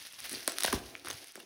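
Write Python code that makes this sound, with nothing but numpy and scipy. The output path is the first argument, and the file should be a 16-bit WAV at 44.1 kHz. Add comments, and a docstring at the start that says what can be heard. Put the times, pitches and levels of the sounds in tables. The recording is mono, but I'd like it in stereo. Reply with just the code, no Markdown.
"""Fingers pull bubble wrap off a cardboard package on a desk, heard close by in stereo.
The film snaps as creases buckle (clicks through resonances), rasps where it drags (runs of slips)
and crackles finely under strain (tiny ringing ticks on a rustle of noise).
The box below knocks and rumbles in its own modes, the desk booms and shakes as low rings and noise,
and a short room and a soft room tone surround it all; the left leads the right in phase."""
import sys
import numpy as np
from scipy import signal
from scipy.fft import rfft, irfft, next_fast_len
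from scipy.io import wavfile

SR = 44100
rng = np.random.default_rng(int(sys.argv[2]) if len(sys.argv) > 2 else 0)


def gain_from_db(level_db):
    """Convert decibel levels to linear amplitude factors (20 dB per decade)."""
    decades = np.asarray(level_db, float) / 20
    return 10 ** decades


def put_to_file(sound):
    """Save the sound as 16-bit audio at rate SR, in the file named by the first command-line argument."""
    columns = np.atleast_2d(sound).T  # one column per channel
    safe = np.clip(columns, -1, 1)
    whole_steps = np.round(safe * 32767)
    wavfile.write(sys.argv[1], SR, whole_steps.astype(np.int16))


N = 63945


def at_hz(points, hz):
    """Reads a spectrum table on a log-frequency axis."""
    p = np.array(points, float)
    return np.interp(np.log(hz + 1), np.log(p[:, 0] + 1), p[:, 1])


def rms_one(x):
    """Scales to rms 1."""
    return x / np.sqrt(np.mean(x ** 2) + 1e-20)


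def coloured_noise(points):
    """White noise given the colour of a spectrum table, at rms 1."""
    gain = gain_from_db(at_hz(points, np.fft.rfftfreq(N, 1 / SR)))
    return rms_one(irfft(rfft(rng.standard_normal(N)) * gain, N))


def drift(rate_hz):
    """Slow random wandering at rms 1: white noise through two equal one-pole lowpasses."""
    r = np.exp(-2 * np.pi * rate_hz / SR)
    wander = signal.lfilter([1], [1, -2 * r, r * r], rng.standard_normal(N + SR))
    return rms_one(wander[SR:])   # the first second only settles the filter


def resonance(x, hz, q):
    """A two-pole bandpass whose peak has gain 1."""
    r = np.exp(-np.pi * hz / q / SR)
    poles = [1, -2 * r * np.cos(2 * np.pi * hz / SR), r * r]
    return signal.lfilter([(1 - r * r) / 2, 0, (r * r - 1) / 2], poles, x)


def double_resonance(x, hz, q_first, q_second):
    """Two bandpasses in a row on one pitch, at rms 1."""
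    return rms_one(resonance(resonance(x, hz, q_first), hz, q_second))


def ring(x, hz, t60):
    """A damped mode: a unit click sets a decaying sine of height 1 ringing."""
    r, w = gain_from_db(-60 / (t60 * SR)), 2 * np.pi * hz / SR
    return signal.lfilter([0, np.sin(w)], [1, -2 * r * np.cos(w), r * r], x + 1e-18)


def filtered(x, design):
    """Runs a sound through a filter given as second-order sections."""
    return signal.sosfilt(design, x)


def stereo(middle, side):
    """Left is middle plus side, right is middle minus side."""
    return middle + side * [[1], [-1]]


def add(out, sound, s, db):
    """Mixes a sound in at a time in seconds, with its peak at db."""
    i = int(s * SR)
    out[i:i + len(sound)] += (gain_from_db(db) * sound / np.abs(sound).max())[:N - i]


# Colour of the room tone. Each row: frequency in Hz, relative level in dB per Hz.
AIR_COLOUR = [(30, -12), (60, -9), (200, -7), (400, -16), (800, -6), (2000, 0), (6000, -5.5), (16000, -49)]


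def room_tone():
    """Steady coloured noise, with a side part stronger than the middle."""
    middle, side = coloured_noise(AIR_COLOUR), coloured_noise(AIR_COLOUR)
    return gain_from_db(-67) * stereo(middle, 1.6 * side)


def room(x):
    """Reflections from eight feedback delays a side, duller on every round."""
    t60_s, gain_db = 0.4, -17
    wall_cut_hz = 4060   # for a lag of 1/30 s; shorter lags dull less per round
    size = next_fast_len(N + SR)
    hz = np.fft.rfftfreq(size, 1 / SR)
    response = np.zeros((2, len(hz)), complex)
    for k, lag_s in enumerate(rng.uniform(.006, .03, 16)):
        decay = gain_from_db(-60 * lag_s / t60_s)
        dulling = 1 / (1 + 1j * hz / wall_cut_hz * np.sqrt(lag_s * 30))
        loop = decay * np.exp(-2j * np.pi * hz * lag_s) * dulling
        response[k % 2] += loop / (1 - loop) * (-1) ** (k // 2)
    # the lows are alike on both sides
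    alike = 1 / (1 + (hz / 300) ** 2)
    middle = response.mean(0)
    response = middle + (1 - alike) * (response - middle)
    return gain_from_db(gain_db) * irfft(rfft(x, size) * response, size)[:, :N]


# Colour of the desk's shaking. Each row: frequency in Hz, relative level in dB per Hz.
SHAKE_COLOUR = [(30, -9), (60, -1), (100, 10), (140, 6), (220, -23.5)]


def desk_shaking(shake_db):
    """Low coloured noise that follows the desk level and wavers around it."""
    return gain_from_db(shake_db + 2.3 * drift(19)) * coloured_noise(SHAKE_COLOUR)


# The desk booms. Each row: start in seconds, peak level in dB, pitch in Hz.
DESK_BOOMS = [(0.226, -57, 60.5), (0.349, -53, 125), (0.382, -63, 128), (0.681, -44, 82),
              (0.735, -32.5, 68.6), (1.07, -54, 118), (1.141, -59, 101)]


def desk_booms():
    """A push one cycle long sets one low mode of the desk ringing."""
    out, t = np.zeros(N), np.arange(12000) / SR
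    for s, db, hz in DESK_BOOMS:
        push = np.sin(np.pi * np.clip(t * hz, 0, 1)) ** 2
        add(out, ring(push, hz, t60=0.1), s, db)
    return out


# Modes of the box, for rumble and knocks. Each row: pitch in Hz, relative level in dB, t60 in seconds.
BOX_MODES = [(208, 5, 0.096), (284, 12, 0.054), (382, 3.5, 0.24), (572, 7.5, 0.14), (709, 13, 0.15),
             (831, 13, 0.078), (1053, 14, 0.11)]
# Colour of hands shifting on the box. Each row: frequency in Hz, relative level in dB per Hz.
RUMBLE_COLOUR = [(120, -21), (190, -19), (260, -1.5), (380, 3), (520, -5.5), (800, -5), (1500, -22.5)]


def box_rumble(rumble_db):
    """Hands shifting on the box: lumpy low noise that also rings the box's modes."""
    ring_db, width, lumps_db = -6.5, 0.61, 2.2
    rub = np.array([coloured_noise(RUMBLE_COLOUR) for _ in range(2)])
    modes = sum(gain_from_db(db) * ring(rub, hz, t60) for hz, db, t60 in BOX_MODES)
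    middle, side = rub + gain_from_db(ring_db) * rms_one(modes)
    return gain_from_db(rumble_db + lumps_db * drift(13)) * stereo(middle, width * side)


# The box is knocked. Each row: start in seconds, peak in dB before the low cut, pitch of the thud in Hz.
KNOCK_HITS = [(.316, -37, 292), (.3305, -34.5, 318), (.3385, -32.5, 323), (.3715, -38, 302),
              (.4795, -21.5, 620), (.482, -32, 340), (.646, -27.5, 835), (.647, -19, 604),
              (.651, -40.5, 268), (.681, -26.5, 680), (.7295, -20, 1110), (.7295, -24.5, 397),
              (.7318, -22, 313), (.7365, -16.5, 296), (.774, -28.5, 189), (1.048, -50, 410),
              (1.071, -66, 600), (1.104, -36, 554), (1.3573, -41.5, 410), (1.3765, -38.5, 670),
              (1.381, -39.5, 353), (1.398, -49.5, 328), (1.419, -58, 354), (1.434, -46.5, 377)]


def box_knocks():
    """A short push makes a brief thud and rings the box's modes, in a new balance each time."""
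    ring_db, thud_t60_s, floor_hz = -14.5, 0.01, 209
    out, t = np.zeros(N), np.arange(12000) / SR
    balances_db = rng.normal(0, 4.5, (len(KNOCK_HITS), len(BOX_MODES)))
    for (s, db, hz), balance_db in zip(KNOCK_HITS, balances_db):
        push = np.sin(np.pi * np.clip(t * hz * 2.54, 0, 1)) ** 2
        thud = ring(push, hz, thud_t60_s)
        modes = sum(gain_from_db(mode_db + d) * ring(push, mode_hz, t60)
                    for (mode_hz, mode_db, t60), d in zip(BOX_MODES, balance_db))
        knock = thud / np.abs(thud).max() + gain_from_db(ring_db) * modes / np.abs(modes).max()
        add(out, knock, s, db)
    return filtered(out, signal.butter(4, floor_hz, "high", fs=SR, output="sos"))


# Colour of the film's crackle and rustle. Each row: frequency in Hz, relative level in dB.
FILM_COLOUR = [(400, -49), (800, -28), (1200, -7), (1700, 2), (3000, 3), (6000, 5.5), (10000, -0.5),
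               (13000, -1.5), (15600, 0.5), (16300, -32)]


def crackle_ticks():
    """Clumps of tiny clicks, each dealt to one of 20 pitches that it rings."""
    grains_per_s = 2500   # middle of the wandering rate
    spread_db = 5         # scale of the exponential spread of sizes
    sizes = gain_from_db(spread_db * np.minimum(rng.exponential(1, N), 4)) * rng.choice([-1, 1], N)
    born = rng.random(N) < grains_per_s * gain_from_db(5 * drift(40)) / SR
    dealt = rng.integers(0, 20, N)
    out = np.zeros(N)
    for k, hz in enumerate(np.geomspace(600, 15500, 20)):
        clicks = sizes * born * (dealt == k)
        ticks = rms_one(ring(clicks, hz, t60=12 / hz))   # dies in 12 cycles
        out += gain_from_db(at_hz(FILM_COLOUR, hz)) * np.sqrt(hz) * ticks
    return rms_one(out)


def rustle():
    """Smooth film noise with a flickering level, wide in the lower part and compact above."""
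    level_db, flicker_db, width, wide_top_hz = 1, 2.6, 0.6, 5000
    middle, side = coloured_noise(FILM_COLOUR), coloured_noise(FILM_COLOUR)
    side = filtered(side, signal.butter(4, wide_top_hz, fs=SR, output="sos"))
    return stereo(middle, width * side) * gain_from_db(level_db + flicker_db * drift(37.5))


def crackle(strain_db):
    """The film under strain: ticks on a rustle, both following the strain level."""
    top = signal.cheby2(8, 30, 16100, fs=SR, output="sos")   # 30 dB down from 16100 Hz
    return gain_from_db(strain_db) * filtered(crackle_ticks() + rustle(), top)


# The film drags in short dense runs; narrow ones squeak.
# Each row: start in seconds, length in seconds, peak in dB before the low cut, pitch in Hz, sharpness Q.
DRAGS = [(0.185, 0.018, -31.5, 3700, 1.3), (0.239, 0.029, -26, 2150, 0.79), (0.348, 0.0029, -27, 4610, 21),
         (0.3545, 0.0049, -32, 4100, 10), (0.642, 0.0043, -17, 4150, 6), (0.6456, 0.003, -18, 1570, 4.7),
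         (0.6608, 0.0019, -26, 3200, 17), (0.672, 0.0092, -21.5, 2780, 2.5),
         (0.6787, 0.0038, -20.5, 1650, 7.1), (0.725, 0.0083, -16.5, 1540, 2.7),
         (0.996, 0.0019, -33.5, 3000, 1.0), (1.1002, 0.0071, -26, 6200, 13),
         (1.102, 0.0057, -27, 1290, 2.7), (1.397, 0.011, -34, 2900, 2.1)]


def rasps():
    """Dense slips of the film under a swell, through a resonance at its pitch."""
    strong_slips_per_s, floor_hz = 6200, 600
    broad_db = 9.5   # unfiltered slips at Q 1; their share falls as Q rises
    out, t = np.zeros(N), np.arange(2048) / SR
    for (s, length_s, db, hz, q), (chance, size) in zip(DRAGS, rng.random((len(DRAGS), 2, len(t)))):
        swell = np.sin(np.pi * np.clip(t / length_s, 0, 1)) ** 0.55
        strength = (chance < strong_slips_per_s / SR) + 0.26   # weak slips fill the gaps
        slips = strength * (size - .5) * swell
        pitched = rms_one(resonance(slips, hz, q))
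        add(out, pitched + gain_from_db(broad_db) / q * rms_one(slips), s, db)
    return filtered(out, signal.butter(2, floor_hz, "high", fs=SR, output="sos"))


# Creases buckle. Each row: start in seconds, peak level in dB, film pitch in Hz,
# level of the treble tick against the film in dB.
BUCKLES = [(0.069, -29, 6200, 6), (0.1245, -27.5, 3900, 40), (0.2031, -21, 5000, 5),
           (0.2216, -35, 4930, 18), (0.244, -36, 2000, 21), (0.265, -28, 3500, 8),
           (0.2947, -16.5, 3500, 10), (0.2995, -24, 3500, 3), (0.3132, -22.5, 5660, 14),
           (0.3157, -26, 3100, -2), (0.3227, -20, 3740, 10), (0.3295, -17, 4500, 13),
           (0.3318, -25, 4760, 11), (0.3364, -32, 3280, 0), (0.446, -28, 5100, 8), (0.477, -2, 3570, 10),
           (0.4781, -20.5, 1085, -27), (0.4873, -23, 6060, -12), (0.5201, -18, 5600, 4),
           (0.5844, -9, 3430, 1.5), (0.6, -44, 5300, -16), (0.6022, -19, 5100, 8), (0.606, -10.5, 3570, 3),
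           (0.61, -23, 4700, 16), (0.6232, -17.5, 3100, -4), (0.6344, -5, 3640, 7),
           (0.6419, -10, 4160, 10.5), (0.6495, -10.5, 4370, 5), (0.6513, -9, 3380, -4),
           (0.6619, -11.5, 3200, 19), (0.7276, -10, 5170, 3), (0.9523, -25.5, 2140, -33),
           (0.9628, -34, 6000, -10), (0.9953, -57, 3000, -9), (1.0306, -48, 9000, 3),
           (1.0477, -25.5, 1270, 1), (1.0477, -34, 5500, -13), (1.0575, -38, 1470, -15),
           (1.068, -31, 5530, -5), (1.0715, -26.5, 1270, -25), (1.074, -29, 4000, -8),
           (1.0782, -34, 1690, -15), (1.0846, -22, 5800, 2), (1.0845, -19.5, 1400, 14),
           (1.092, -39, 2800, -6), (1.1009, -21, 3300, -4), (1.1106, -18, 3370, -2), (1.127, -36, 1290, -5),
           (1.128, -43, 5750, 6), (1.1298, -27, 5000, 4), (1.243, -27.5, 6200, 5), (1.272, -29, 1800, 13),
           (1.283, -32, 2750, 7), (1.321, -31, 5960, 27), (1.3558, -23.5, 5070, 31),
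           (1.3557, -24.5, 1390, 3), (1.403, -34.5, 3030, 6)]


def snaps():
    """A sharp impulse and a crumbling noise tail excite a treble tick, the film's pitch and a broad body."""
    rise_s, t60_s, tail_db, body_db = 0.00025, 0.008, -19, -3
    out, t = np.zeros(N), np.arange(1024) / SR
    tail_shape = (1 - np.exp(-t / rise_s)) * gain_from_db(-60 * t / t60_s)
    click = np.arange(len(t)) == 16
    for (s, db, hz, bright_db), noise in zip(BUCKLES, rng.standard_normal((len(BUCKLES), len(t)))):
        buckle = gain_from_db(tail_db) * noise * tail_shape + np.sign(noise[0]) * click   # random polarity
        tick = double_resonance(buckle, 7900, 5.0, 0.91)
        tick = tick - gain_from_db(-6) * double_resonance(buckle, 14900, 0.8, 0.8)
        film = double_resonance(buckle, hz, 1.6, 1.0)
        body = double_resonance(buckle, 1600, 1.0, 0.53)
        add(out, film + gain_from_db(body_db) * body - gain_from_db(bright_db) * tick, s, db)
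    return out


# Phase between left and right. Each row: frequency in Hz, lead of the left in radians.
PHASE_LEAD = [(0, 0), (1400, .15), (3000, .5), (5500, 1.0), (7500, 3.14), (10300, 6.28), (13500, 9.42),
              (16700, 12.6), (22050, 17)]


def stereo_phase(x):
    """Stereo phase processing: left leads right by a phase that grows with frequency."""
    size = next_fast_len(N + 512)
    lead = np.interp(np.fft.rfftfreq(size, 1 / SR), *np.transpose(PHASE_LEAD))
    turn = np.exp(.5j * lead)   # half the lead on each side
    return irfft(rfft(x, size) * np.array([turn, 1 / turn]), size)[:, :N]


# How hard the hands work. Each row: time in seconds, then levels in dB of the fine crackle of film
# under strain, of hands shifting on the box, and of the desk shaking.
HANDLING = [(0.0, -52.5, -84.5, -100), (0.14, -54, -104, -86), (0.171, -55.5, -71, -79),
            (0.222, -53, -71, -74), (0.29, -51.5, -60, -75), (0.34, -45.5, -64, -83),
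            (0.386, -48, -61, -86), (0.42, -48.5, -57, -99), (0.458, -52.5, -64, -81),
            (0.483, -43, -59, -73), (0.552, -49.5, -56.5, -92), (0.642, -45.5, -59, -89),
            (0.69, -42.5, -78, -62), (0.714, -45.5, -58, -66), (0.739, -39, -48, -41.5),
            (0.806, -54.5, -55, -65.5), (1.042, -63, -64.5, -67.5), (1.051, -48.5, -50, -70.5),
            (1.155, -51, -59, -54.5), (1.174, -52, -66.5, -82), (1.238, -54.5, -62.5, -79),
            (1.264, -58, -66, -95), (1.308, -58, -75, -83), (1.332, -68, -96, -95),
            (1.351, -55.5, -67, -91), (1.358, -56.5, -60, -92), (1.45, -63, -70, -98)]


def scene():
    """Film, box and desk, their room and the room tone, all through the stereo phase processing."""
    s, *controls = np.transpose(HANDLING)
    strain_db, rumble_db, shake_db = (np.interp(np.arange(N) / SR, s, c) for c in controls)
    film = snaps() + rasps() + crackle(strain_db)
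    box = box_knocks() + box_rumble(rumble_db)
    desk = desk_booms() + desk_shaking(shake_db)
    package = film + box + desk
    return stereo_phase(package + room(package.mean(axis=0)) + room_tone())


def top_cut(x):
    """Nothing passes above the cut-off."""
    return signal.sosfilt(signal.butter(12, 17110, fs=SR, output="sos"), x)


def record(dry):
    """Cuts the lows below 45 Hz and the top, 60 dB down from 17100 Hz."""
    x = filtered(dry, signal.butter(4, 45, "high", fs=SR, output="sos"))
    x = filtered(x, signal.cheby2(12, 60, 17100, fs=SR, output="sos"))
    return top_cut(x)


dry = scene()
out = record(dry)
put_to_file(out)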